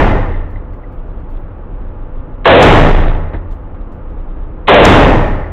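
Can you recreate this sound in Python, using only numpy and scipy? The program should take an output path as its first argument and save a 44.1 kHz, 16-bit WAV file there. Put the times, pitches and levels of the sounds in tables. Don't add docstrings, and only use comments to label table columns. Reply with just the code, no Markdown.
import sys
import numpy as np
from scipy import signal
from scipy.fft import rfft, irfft, next_fast_len
from scipy.io import wavfile
from scipy.ndimage import uniform_filter1d

SR = 44100
rng = np.random.default_rng(int(sys.argv[2]) if len(sys.argv) > 2 else 0)


def unload_audio(sound):
    columns = np.transpose(np.atleast_2d(sound))
    steps = np.round(np.clip(columns, -1, 1) * 32767)
    wavfile.write(sys.argv[1], SR, steps.astype(np.int16))


N = 243431
TIME = np.arange(N) / SR

# (time [s], blast gain [dB], boom gain [dB], steel ring level [dB])
SHOTS = [(-.455, 0.5, -2, 9), (2.4554, -1.5, 1, 4), (4.6813, -1.5, -5.5, 5)]
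# (frequency [Hz], third-octave level before decay [dB])
BLAST_EQ = [(29.4, 9.5), (55.4, 2), (95, 13.5), (203, 11.5), (433, 15.5), (858, 15), (1400, 9), (2160, 6.5),
            (2800, 9.5), (3760, 0), (4570, -1.5), (6740, -0.5), (9700, -2.5), (15000, 9.5)]


def blast_reverb():
    hz, field = diffuse_field()
    lowest_hz, out = 31.25, 0
    thirds = 3 * np.log2(hz / lowest_hz + 1e-9)
    for band in range(28):
        centre = lowest_hz * 2 ** (band / 3)
        attack = 1 - np.exp(-TIME / hall_attack(centre))
        envelope = from_db(at_hz(BLAST_EQ, centre)) * decay(0, hall_t60(centre)) * attack
        level = sum(from_db(db) * np.interp(TIME - s, TIME, envelope) for s, db, _, _ in SHOTS)
        band_noise = to_sound(field * np.maximum(1 - np.abs(thirds - band), 0))
        out = out + level * band_noise
    return out


def hall_attack(hz, quick_s=.002, slow_s=.078, slow_below_hz=216):
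    return quick_s + slow_s / (1 + (hz / slow_below_hz) ** 5)


def hall_t60(hz, base_s=.9, bass_extra_s=.53, bass_hz=63, panel_hz=2390, air_hz=16000):
    walls = base_s + bass_extra_s / (1 + (hz / bass_hz) ** 4)
    panels = 1 - .18 / (1 + (panel_hz / hz) ** 8)
    return walls * panels / (1 + (hz / air_hz) ** 2)


def roar(level_db, length_s, t60, rise_s, start_hz=979, settled_hz=499.3, sink_s=.04):
    out, waver = 0, np.exp(.3 * drift(350))
    for s, blast_db, _, _ in SHOTS:
        age = age_of(s)
        pitch = (settled_hz + (start_hz - settled_hz) * np.exp(-age / sink_s)) * waver
        tone = np.sin(2 * np.pi * np.cumsum(pitch) / SR)
        hold = (1 - np.exp(-age / rise_s)) / (1 + (age / length_s) ** 12)
        out = out + from_db(level_db + blast_db) * hold * decay(s, t60) * tone
    return out


# (frequency [Hz], level [dB], t60 [s], swell time [s])
ROOM_MODES = [(26.34, 35, 0.99, 0.57), (83.1, 14.5, 1.41, 0.52), (154.2, 6.5, 1.13, 0.084),
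              (309.5, 9, 1, 0.17)]


def boom():
    out = 0
    for s, _, boom_db, _ in SHOTS:
        age = age_of(s)
        for hz, db, t60, swell_s in ROOM_MODES:
            swell = 1 - np.exp(-(age / swell_s) ** 3)
            out = out + from_db(boom_db + db) * swell * decay(s, t60) * np.sin(2 * np.pi * hz * age)
    return out


# (frequency [Hz], relative level [dB])
STEEL_EQ = [(1550, -25.5), (1800, 6.5), (1930, -1.5), (2080, 0.5), (2250, -23), (4000, -41.5),
            (8000, -77.5)]


def steel_ring(t60):
    return bursts([(s, db, t60) for s, _, _, db in SHOTS], STEEL_EQ)


# (time [s], level [dB], t60 [s])
TRAP_HITS = [(2.612, -5.5, .15), (2.6255, 12.5, 0.025), (4.8515, 16.5, 0.019)]
# (frequency [Hz], relative level [dB])
TRAP_EQ = [(1000, 10.5), (4000, -0.5), (6800, 6.5), (9000, -4), (15000, -5)]


def trap_smack():
    return bursts(TRAP_HITS, TRAP_EQ)


# (time [s], tap level [dB], thud level [dB])
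KNOCKS = [(.318, -38, -50), (0.34, -33, -45), (.558, -37, -34), (.7335, -43, -59), (.8335, -36.5, -60),
          (3.333, -32, -21.5), (3.344, -33, -29), (3.744, -55, -34), (5.441, -31.5, -35)]
# (frequency [Hz], relative level [dB])
TAP_EQ = [(1200, -13), (1750, -1), (2000, 20), (2300, -10.5), (4000, -35), (4600, -49), (9000, -78)]
THUD_EQ = [(100, 12), (450, 17.5), (1000, 11), (3900, -13.5), (4600, -34), (9000, -84)]


def gear_knocks(tap_t60, thud_t60):
    taps = bursts([(s, db, tap_t60) for s, db, _ in KNOCKS], TAP_EQ)
    thuds = bursts([(s, db, thud_t60) for s, _, db in KNOCKS], THUD_EQ)
    return taps + thuds


# (time [s], first hop [s], speed kept [ratio], tick level [dB], ring gain [dB])
LANDINGS = [(.5033, .229, 0.82, -61, -67), (1.2995, 0.048, .5, -67, -70), (3.5102, .4086, .44, -51.5, -64)]


def bounces(count=6, hardness=.97):
    rows = []
    for s, hop_s, kept, tick_db, ring_db in LANDINGS:
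        for speed in kept ** np.arange(count):
            loss_db = 20 * hardness * np.log10(speed)
            rows.append((s, tick_db + loss_db, ring_db + loss_db))
            s = s + hop_s * speed
    return rows


# (frequency [Hz], level [dB], t60 [s])
CASE_MODES = [(4380, 3, 0.046), (11170, 2, .5), (12840, -2.5, .5), (14700, 16, .35), (14790, 9, .3)]
# (frequency [Hz], relative level [dB])
TICK_EQ = [(2500, 7), (4400, 0), (8000, 0), (11000, -13), (15000, -10)]


def spent_brass(tick_t60, spread_db=1):
    contacts = bounces()
    out = bursts([(s, db, tick_t60) for s, db, _ in contacts], TICK_EQ)
    for hz, db, t60 in CASE_MODES:
        level = sum(from_db(ring_db + db + spread_db * rng.standard_normal()) * decay(s, t60)
                    for s, _, ring_db in contacts)
        phase = 2 * np.pi * hz * TIME
        tumble = drift(45) * np.sin(phase) + drift(45) * np.cos(phase)
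        out = out + level * tumble
    return out


# (frequency [Hz], relative level [dB])
VENT_EQ = [(12, -23), (22, -2), (27, 6), (36, -3), (50, -10), (95, -14), (130, -25), (480, -28.5),
           (800, -36), (1200, -36.5), (2000, -51.5), (3000, -59), (5000, -81.5), (12000, -102)]


def ventilation(rumble_db, fan_hz, fan_db):
    rumble = from_db(rumble_db) * coloured_noise(VENT_EQ)
    fan = from_db(fan_db + 3 * drift(11)) * np.sin(2 * np.pi * fan_hz * TIME + drift(8))
    return rumble + fan


# (frequency [Hz], bandwidth [Hz], gain [dB])
HALL_RESONANCES = [(104.5, 2.3, 2.5), (154.7, 14, 6), (269, 23, 5), (312.6, 8.9, 6.5), (450, 22, -2.5),
                   (485.2, 2.5, 3), (546, 3.7, -1), (593, 19, 3), (786, 4.6, 3), (848.3, 30, 7)]
# (frequency [Hz], side minus mid [dB])
STEREO_WIDTH = [(100, -77.5), (240, -47), (400, -47), (1000, -26), (2500, -30.5), (4000, -8), (6000, -9.5),
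                (14000, 13)]


def diffuse_field():
    size = next_fast_len(N, True)
    hz = np.fft.rfftfreq(size, 1 / SR)
    mid, side = rfft(rng.standard_normal((2, size)))
    lift_db = sum(db / (1 + (2 * (hz - centre) / width) ** 2) for centre, width, db in HALL_RESONANCES)
    side_gain = from_db(np.minimum(at_hz(STEREO_WIDTH, hz), -2))
    return hz, from_db(lift_db) * (mid + side * side_gain * [[1], [-1]])


def coloured_noise(eq):
    hz, field = diffuse_field()
    return to_sound(field * from_db(at_hz(eq, hz)) * np.minimum(hz / eq[0][0], 1) ** 2)


def bursts(rows, eq, rise_s=.0015):
    envelope = sum(from_db(db) * decay(s, t60) * np.minimum(age_of(s) / rise_s, 1) for s, db, t60 in rows)
    return coloured_noise(eq) * envelope


def to_sound(spectrum):
    x = irfft(spectrum, next_fast_len(N, True))[:, :N]
    return x / np.sqrt(np.mean(x ** 2) + 1e-20)


def from_db(db):
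    return 10 ** (np.asarray(db) / 20)


def at_hz(points, hz):
    points = np.array(points)
    return np.interp(np.log(hz + 1e-9), np.log(points[:, 0]), points[:, 1])


def age_of(s):
    return np.maximum(TIME - s, 0)


def decay(s, t60):
    out, live = np.zeros(N), slice(*np.searchsorted(TIME, [s, s + 2 * t60]))
    out[live] = np.exp(-np.log(1000) * (TIME[live] - s) / t60)
    return out


def drift(rate_hz):
    return np.interp(TIME * rate_hz, np.arange(N), rng.standard_normal(N))


def low_pass(x, hz, order):
    return signal.sosfiltfilt(signal.butter(order, hz, fs=SR, output="sos"), x)


def scene():
    shots = blast_reverb() + boom() + steel_ring(t60=.99)
    shots += roar(level_db=25.5, length_s=.162, t60=2.67, rise_s=.0092)
    foley = trap_smack() + gear_knocks(tap_t60=.057, thud_t60=.12) + spent_brass(tick_t60=.17)
    return shots + foley + ventilation(rumble_db=-21.5, fan_hz=502, fan_db=-45.5)


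def overload(dry, rail=.89, sag=.19, edge_hz=3950, shut_db=18, rasp_db=-19, lean_db=1, side_db=-31.5):
    mid = dry.mean(axis=0)
    loudness = np.sqrt(np.abs(uniform_filter1d(mid ** 2, size=900)) + 1e-12)
    duck = rail / np.hypot(rail, loudness)
    depth = 1 - duck
    squared = rail * (1 - sag * depth) * np.tanh(mid / rail)
    grit = .225 * np.exp(.5 * drift(300)) * rng.standard_normal(N)
    side_noise = from_db(side_db) * low_pass(rng.standard_normal(N), 1500, order=1) * [[1], [-1]]
    body = low_pass(squared + depth * (grit + side_noise), edge_hz, order=12)
    clean_body = low_pass(dry, edge_hz, order=12)
    width = duck * (clean_body - clean_body.mean(axis=0))
    rasp = from_db(rasp_db) * depth * (squared - low_pass(squared, edge_hz, order=12))
    squeeze = 1 - .5 * (squared / rail) ** 2
    treble = (duck * squeeze * (dry - clean_body) + rasp) * from_db([[lean_db], [-lean_db]])
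    treble_gate = .5 - .5 * np.tanh((20 * np.log10(loudness) - shut_db) / 2)
    return body + width + treble_gate * treble


def record(dry, soften_hz=8350, cutoff_hz=15900):
    crackling = np.clip(overload(dry), -1, 1)
    softened = low_pass(crackling, soften_hz, order=1)
    return low_pass(softened, cutoff_hz, order=20)


dry = scene()
out = record(dry)
unload_audio(out)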